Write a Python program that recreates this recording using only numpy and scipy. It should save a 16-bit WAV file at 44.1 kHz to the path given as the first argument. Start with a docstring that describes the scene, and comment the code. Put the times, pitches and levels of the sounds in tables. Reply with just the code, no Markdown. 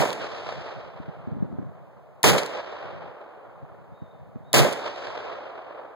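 """Three rifle shots in a field ringed by woods, right beside a hand-held camera; the first is dying away at the start.
Each report is shaped noise that overloads two microphone ports; noise bursts make the clicks of the action.
The trees answer with a long, lumpy, darkening noise echo. Fluttering noise is the breeze over quiet field air.
A hand slides and knocks on the camera in dull noise, and a far bird whistles twice in gliding sines.
The camera widens its stereo by delayed cross-feed."""
import sys
import numpy as np
from scipy import signal
from scipy.fft import rfft, irfft, next_fast_len
from scipy.io import wavfile
from scipy.ndimage import map_coordinates

SR = 44100
rng = np.random.default_rng(int(sys.argv[2]) if len(sys.argv) > 2 else 0)


def generate_wav(sig):
    """Save sig (samples, or channels by samples) to the path in sys.argv[1] as 16-bit PCM at SR."""
    pcm = np.round(np.clip(np.atleast_2d(sig).T, -1, 1) * 32767).astype(np.int16)
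    wavfile.write(sys.argv[1], SR, pcm)


N = 262395
T = np.arange(N) / SR


def amp(db):
    """Decibels to gain."""
    return 10 ** (np.asarray(db) / 20)


def unit(x):
    """Scaled to rms 1."""
    return x / np.sqrt(np.mean(x ** 2) + 1e-20)


def along(points, hz):
    """Read a curve of (frequency [Hz], value) points on a log axis."""
    point_hz, values = np.transpose(points)
    return np.interp(np.log(hz + 1), np.log(point_hz + 1), values)


def bump(t, centre, spread):
    """A bell-shaped swell of height 1."""
    return np.exp(-.5 * ((t - centre) / spread) ** 2)


def doublings(t, since):
    """How often the path of an echo has doubled after the time since."""
    return np.log2(np.maximum(t / since, 1))


def wobble(rate, size):
    """A smooth random curve, rate knots a second."""
    knots = rng.standard_normal(int(size * rate / SR) + 4)
    return map_coordinates(knots, [np.arange(size) * rate / SR])


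def filtered(x, response):
    """x passed through a complex response of frequency."""
    n = x.shape[-1]
    padded = next_fast_len(n + 8192)
    hz = np.fft.rfftfreq(padded, 1 / SR)
    return irfft(rfft(x, padded) * response(hz), padded)[..., :n]


# correlation of the two ports, before each source scales it: (frequency [Hz], likeness [-1 to 1])
PORT_LIKENESS = [(100, 1), (320, 0.91), (640, 0.81), (1280, 0.052), (2500, 0.049), (6000, 0.3)]


def noise(spectrum, likeness, size):
    """Coloured noise of rms 1 at the two ports; long waves reach both more alike."""
    def response(hz):
        correlation = np.clip(likeness * along(PORT_LIKENESS, hz), -1, 1)
        turn = np.arccos(correlation) / 2  # balance of mid against side
        return amp(along(spectrum, hz)) * np.array([np.cos(turn), np.sin(turn)])
    mid, side = filtered(rng.standard_normal((2, size)), response)
    return unit(np.array([mid + side, mid - side]))


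def shaded(x, treble_db, pivot_hz=800, treble_hz=4500):
    """A moving treble tilt, as of air and leaves: treble_db at treble_hz and nothing below pivot_hz."""
    hz, t, spectra = signal.stft(x, SR, nperseg=256)
    above_pivot = np.maximum(np.sqrt(hz) - np.sqrt(pivot_hz), 0)
    reach = above_pivot / (np.sqrt(treble_hz) - np.sqrt(pivot_hz))
    tilt_db = np.interp(t, np.arange(len(treble_db)) / SR, treble_db)
    tilted = spectra * amp(reach[:, None] * tilt_db)
    return signal.istft(tilted, SR, nperseg=256)[1][:, :x.shape[1]]


def burst(spectrum, likeness, rise, t60):
    """A short burst of noise that swells and dies."""
    t = T[:SR // 4]
    envelope = (1 - np.exp(-t / rise)) * amp(-60 * t / t60)
    return noise(spectrum, likeness, size=len(t)) * envelope


def from_right(x, lag_ms):
    """Sound that arrives from the right reaches the left port late."""
    lags_s = np.array([[lag_ms], [0]]) / 1000
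    return filtered(x, lambda hz: np.exp(-2j * np.pi * hz * lags_s))


def add(out, s, x):
    """Mix x into out from time s on."""
    start = round(s * SR)
    lo, hi = max(start, 0), min(start + x.shape[1], N)
    out[:, lo:hi] += x[:, lo - start:hi - start]


# the shots, shared by report, boom, echo and action:
# (time [s], echo level [dB], echo hold [s], echo treble [dB], darkening sets in after the shot [s])
SHOTS = [(-0.09, -39, 0.67, 4, 0.62), (2.239, -39, 0.61, 3.5, 0.25), (4.539, -38, 0.78, 3.5, 0.49)]
# relative spectrum of the blast: (frequency [Hz], density [dB per Hz])
BLAST = [(25, -35.5), (50, -28), (85, -15), (135, 4), (220, -0.5), (350, 0), (520, 1), (700, -3),
         (1280, -10.5), (2560, -13), (5100, -21), (10000, -29.5), (15000, -38.5)]
# dull returns from nearer stands of trees, timed alike for every shot:
# (time after the shot [s], level [dB], spread [s])
REFLECTIONS = [(.061, -11, .004), (.074, -16, .005), (.094, -21, .004), (.114, -14.5, .004),
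               (.128, -20, .005), (.148, -26, .009), (.183, -27, .004), (.196, -30, .004)]
REFLECTION_TREBLE_DB = -11
MUZZLE_DB, MUZZLE_S, MUZZLE_TREBLE_DB = -3.5, .0095, 2.5
# an envelope drawn like an overloaded, limited blast: it holds near full level to its edge,
# steps down as if the limiting let go, then the scatter thins with each doubling of its path
HOLD_START_S, HOLD_EDGE_S = 0.014, 0.057
EDGE_DB, HOLD_SLOPE_DB_PER_S, LET_GO_DB, SCATTER_DB_PER_DOUBLING = -11.5, 60, 6, 8.5
# treble of the held blast, and how fast it fades in the scatter beyond the edge
HOLD_TREBLE_DB, SCATTER_DARKEN_DB_PER_S = 4, 43.5
TRUNK_HZ = 260  # trunks are too thin to send back much below this pitch


def reports(lump_db=1.55, own_db=-3.5, muzzle_rise=0.00024, muzzle_fall=0.0023, let_go_s=.015):
    """Muzzle blast, its held level and near scatter; ground and trees stay put, so shots share much waveform."""
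    out, t = np.zeros((2, N)), T[:SR // 2]
    muzzle = amp(MUZZLE_DB) * (1 - np.exp(-t / muzzle_rise))
    muzzle = muzzle * np.exp(-np.maximum(t - MUZZLE_S, 0) / muzzle_fall)

    tail_db = EDGE_DB - HOLD_SLOPE_DB_PER_S * np.maximum(HOLD_EDGE_S - t, 0)
    tail_db = tail_db - LET_GO_DB * np.clip((t - HOLD_EDGE_S) / let_go_s, 0, 1)
    tail_db = tail_db - SCATTER_DB_PER_DOUBLING * doublings(t, HOLD_EDGE_S)
    onset = np.clip((t / HOLD_START_S) ** 4, 0, 1)
    fade_out = np.clip((t[-1] - t) / 0.236, 0, 1)
    tail = amp(tail_db) * onset * fade_out
    tail_treble_db = HOLD_TREBLE_DB - SCATTER_DARKEN_DB_PER_S * np.maximum(t - HOLD_EDGE_S, 0)

    stands_power = sum((amp(db) * bump(t, delay, spread)) ** 2 for delay, db, spread in REFLECTIONS)
    stands = np.sqrt(stands_power)
    off_trunks = [(hz, db + 20 * np.log10(hz / np.hypot(hz, TRUNK_HZ))) for hz, db in BLAST]

    paths = [(muzzle, BLAST, [MUZZLE_TREBLE_DB]),
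             (tail, off_trunks, tail_treble_db),
             (stands, off_trunks, [REFLECTION_TREBLE_DB])]
    for envelope, colour, treble_db in paths:
        shared = noise(colour, likeness=0.94, size=len(t))
        for s, *_ in SHOTS:
            own = amp(own_db) * noise(colour, likeness=1.0, size=len(t))
            blast = unit(shared + own)
            lumps = unit(amp(lump_db * wobble(rate=430, size=len(t))))  # separate reflections a few ms apart
            add(out, s, shaded(blast, treble_db) * lumps * envelope)
    return from_right(out, lag_ms=.15)


# relative spectrum of the boom: (frequency [Hz], density [dB per Hz])
BOOM = [(20, -11), (45, -11), (85, -9.5), (130, 6), (180, 2), (260, -18), (600, -39.5), (3000, -69.5)]


def booms(level_db=-17, rise=0.015, hold=.075, t60=0.17):
    """The gust of each blast buffets the two ports separately."""
    out, t = np.zeros((2, N)), T[:SR // 2]
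    envelope = (1 - np.exp(-t / rise)) * amp(level_db - 60 * np.maximum(t - hold, 0) / t60)
    for s, *_ in SHOTS:
        add(out, s, envelope * noise(BOOM, likeness=0, size=len(t)))
    return out


# relative spectrum of the quiet field: (frequency [Hz], density [dB per Hz])
AIR = [(30, -17), (150, -5.5), (350, -9), (620, 2.5), (1280, -15.5), (2560, -26.5), (5100, -38),
       (10000, -44), (15500, -42)]


def field_air(level_db=-56.5):
    """The quiet air of the field, a steady coloured noise."""
    return amp(level_db) * noise(AIR, likeness=0.68, size=N)


# gusts of the breeze on the ports: (time [s], level [dB], spread [s])
GUSTS = [(.5, -50.5, 0.36), (1.45, -45.5, 0.37), (2.97, -43.5, 0.094), (3.7, -50.5, 0.15), (4.4, -45, 0.22),
         (5.05, -56, .1)]
# relative spectrum of buffeted ports, also the colour of the handling: (frequency [Hz], density [dB per Hz])
BUFFET = [(20, -26), (40, -12), (80, 4), (150, 7.5), (300, -10), (600, -32.5), (1500, -47.5), (5000, -80.5)]


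def wind(gust_db=4):
    """Eddies of a light breeze flutter on each port separately."""
    breeze = sum(amp(db) * bump(T, s, spread) for s, db, spread in GUSTS)
    flutter = unit(amp(gust_db * wobble(rate=35, size=N)))
    return noise(BUFFET, likeness=0, size=N) * flutter * breeze


# relative spectrum of the echo: (frequency [Hz], density [dB per Hz])
ECHO = [(30, -30.5), (90, -3), (200, -13.5), (350, -1.5), (580, 3.5), (900, -3.5), (1280, -5.5),
        (2000, -13.5), (2800, -13.5), (5100, -25), (10000, -54), (15000, -71)]
# the tree line and deeper banks of trees swell every roll: (time after the shot [s], swell [dB], spread [s])
BANKS = [(0.322, 10, 0.028), (0.741, 1, 0.069), (1.28, 1.5, 0.076)]
# single slaps from trunks in the wood: (time [s], level before the slap trim [dB])
SLAPS = [(0.489, -21.5), (0.523, -25.5), (0.681, -32.5), (5.07, -22.5), (5.176, -25.5)]
# the roll sets in, holds while the rim of the field answers, then thins with each doubling of its path
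ROLL_START_S, ROLL_FULL_S, ROLL_DB_PER_DOUBLING = 0.1, 0.45, 10


def woods(flutter_db=.5, darken_db=22, clear_hz=1100, slap_db=-1):
    """Countless trunks answer in a lumpy roll; echoes from deep in the wood lose darken_db of treble over 1 s."""
    out, t = np.zeros((2, N)), T[:int(2.6 * SR)]
    banks_db = sum(db * bump(t, delay, spread) for delay, db, spread in BANKS)
    swell = np.interp(t, [ROLL_START_S, ROLL_FULL_S, 2.3, 2.55], [0, 1, 1, 0])
    for s, echo_db, hold, treble_db, deep in SHOTS:
        roll_db = echo_db + banks_db - ROLL_DB_PER_DOUBLING * doublings(t, hold)
        lumps_db = 1.7 * wobble(rate=170, size=len(t))
        lumps = unit(amp(lumps_db + flutter_db * wobble(rate=25, size=len(t))))
        darkening_db = treble_db - darken_db * np.clip(t - deep, 0, 1)
        roll = shaded(noise(ECHO, likeness=0.85, size=len(t)), darkening_db, pivot_hz=clear_hz)
        add(out, s, roll * swell * lumps * amp(roll_db))
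    for s, db in SLAPS:
        add(out, s, amp(db + slap_db) * burst(ECHO, likeness=1, rise=0.00061, t60=0.021))
    return from_right(out, lag_ms=0.048)


# hammer fall, then a click as the action settles, in every shot:
# (time after the shot [s], level before the action trim [dB], t60 [s], treble tilt [dB per octave])
CYCLE = [(-.0082, -9.5, .008, 4.5), (0.1945, -25, 0.0047, -3)]
# trigger resets and ejected cases striking:
# (time [s], level before the action trim [dB], t60 [s], treble tilt [dB per octave])
ACTION = [(0.128, -28.5, 0.021, -2), (0.4894, -32, 0.008, -9), (2.379, -18, 0.059, -4.5),
          (2.386, -29, 0.022, -9.5), (2.461, -32, 0.018, 0), (4.724, -32.5, 0.041, -0.5)]
# relative spectrum of struck steel before the tilt: (frequency [Hz], density [dB per Hz])
STEEL = [(300, -11), (1200, -5), (3500, 2), (7000, -4), (11000, -9), (15000, -19.5)]


def action(level_db=2):
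    """Steel parts and cases strike with short, dry clicks, each with its own tilt of the treble."""
    out = np.zeros((2, N))
    cycles = [(s + delay, *click) for s, *_ in SHOTS for delay, *click in CYCLE]
    for s, db, t60, tilt_db in cycles + ACTION:
        colour = [(hz, level + tilt_db * np.log2(hz)) for hz, level in STEEL]
        add(out, s, amp(db + level_db) * burst(colour, likeness=0.82, rise=t60 / 25, t60=t60))
    return out


# soft knocks of the hand on the camera body: (time [s], peak before the handling trim [dB])
KNOCKS = [(0.999, -32), (1.081, -32.5), (1.273, -28), (1.316, -28), (1.365, -29), (1.403, -33),
          (1.423, -23), (1.526, -29), (1.585, -26.5), (1.627, -29.5), (3.627, -39), (3.919, -42),
          (4.018, -34.5), (4.358, -33), (4.404, -39.5)]
# a knock of DULL_DB in the table is a plain thud; harder ones sound higher
DULL_DB, KNOCK_OCTAVES_PER_DB = -35.5, 0.0252
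# the slide of the hand; its pitch is a ratio to the plain thud
SLIDE_START_S, SLIDE_END_S, SLIDE_DB, SLIDE_PITCH = 1.25, 1.68, -42, 1.53


def handling(level_db=6, scuff_db=3, slide_rough_db=4):
    """The hand slides unevenly on the camera; each knock trails off in a scuff, and a harder one sounds higher."""
    pressure = np.clip(np.minimum(T - SLIDE_START_S, SLIDE_END_S - T) / 0.03485, 0, 1)
    rub = noise([(hz * SLIDE_PITCH, level) for hz, level in BUFFET], likeness=0.09, size=N)
    roughness = unit(amp(slide_rough_db * wobble(rate=60, size=N)))
    out = amp(SLIDE_DB) * pressure * rub * roughness
    for s, db in KNOCKS:
        pitch = 2 ** (KNOCK_OCTAVES_PER_DB * (db - DULL_DB))
        colour = [(hz * pitch, level) for hz, level in BUFFET]
        knock = burst(colour, likeness=0.21, rise=0.00075, t60=0.066)
        knock = knock * amp(scuff_db * wobble(rate=130, size=knock.shape[1]))
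        add(out, s, amp(db + level_db) * knock / np.abs(knock).max())
    return out


# the bird's whistles: (time [s], length before the decay [s], level [dB])
WHISTLES = [(3.913, 0.22, -75), (4.42, .2, -72.5)]
# each whistle scoops up towards its pitch and sags, then lingers among the trees
WHISTLE_HZ, SCOOP_HZ, SCOOP_S, SAG_HZ_PER_S = 3800, 380, .022, 700
WHISTLE_ATTACK_S, WHISTLE_T60_S = 0.047, .6


def bird(waver_hz=60, flicker_db=3):
    """Two thin far whistles, sines whose pitch and level waver, blurred by the trees."""
    out, t = np.zeros((2, N)), T[:SR]
    for s, length, db in WHISTLES:
        pitch_hz = WHISTLE_HZ - SCOOP_HZ * np.exp(-t / SCOOP_S) - SAG_HZ_PER_S * np.minimum(t, length)
        pitch_hz = pitch_hz + waver_hz * wobble(rate=340, size=len(t))
        phase = 2 * np.pi * np.cumsum(pitch_hz) / SR
        decay = amp(db - 60 * np.maximum(t - length, 0) / WHISTLE_T60_S)
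        envelope = np.minimum(t / WHISTLE_ATTACK_S, 1) * decay
        flicker = amp(flicker_db * wobble(rate=120, size=len(t)))
        add(out, s, (envelope * flicker * np.sin(phase))[None])
    return out


def scene():
    """The shots and their echoes over the quiet air of the field, at the two ports."""
    shots = reports() + booms() + woods() + action()
    return shots + field_air() + wind() + handling() + bird()


def record(dry, clip_db=-12.5, feed=1.0, delay_ms=0.3632, bass_hz=45, top_hz=15950):
    """The ports overload; taking a delayed copy of the other channel from each widens and combs the sound."""
    ports = amp(clip_db) * np.tanh(dry / amp(clip_db))
    other = filtered(ports[::-1], lambda hz: np.exp(-2j * np.pi * hz * delay_ms / 1000))
    wide = filtered(ports - feed * other, lambda hz: 1j * hz / (bass_hz + 1j * hz))
    return filtered(wide, lambda hz: 1 / np.sqrt(1 + (hz / top_hz) ** 160))  # steep treble cut


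dry = scene()
out = record(dry)
generate_wav(out)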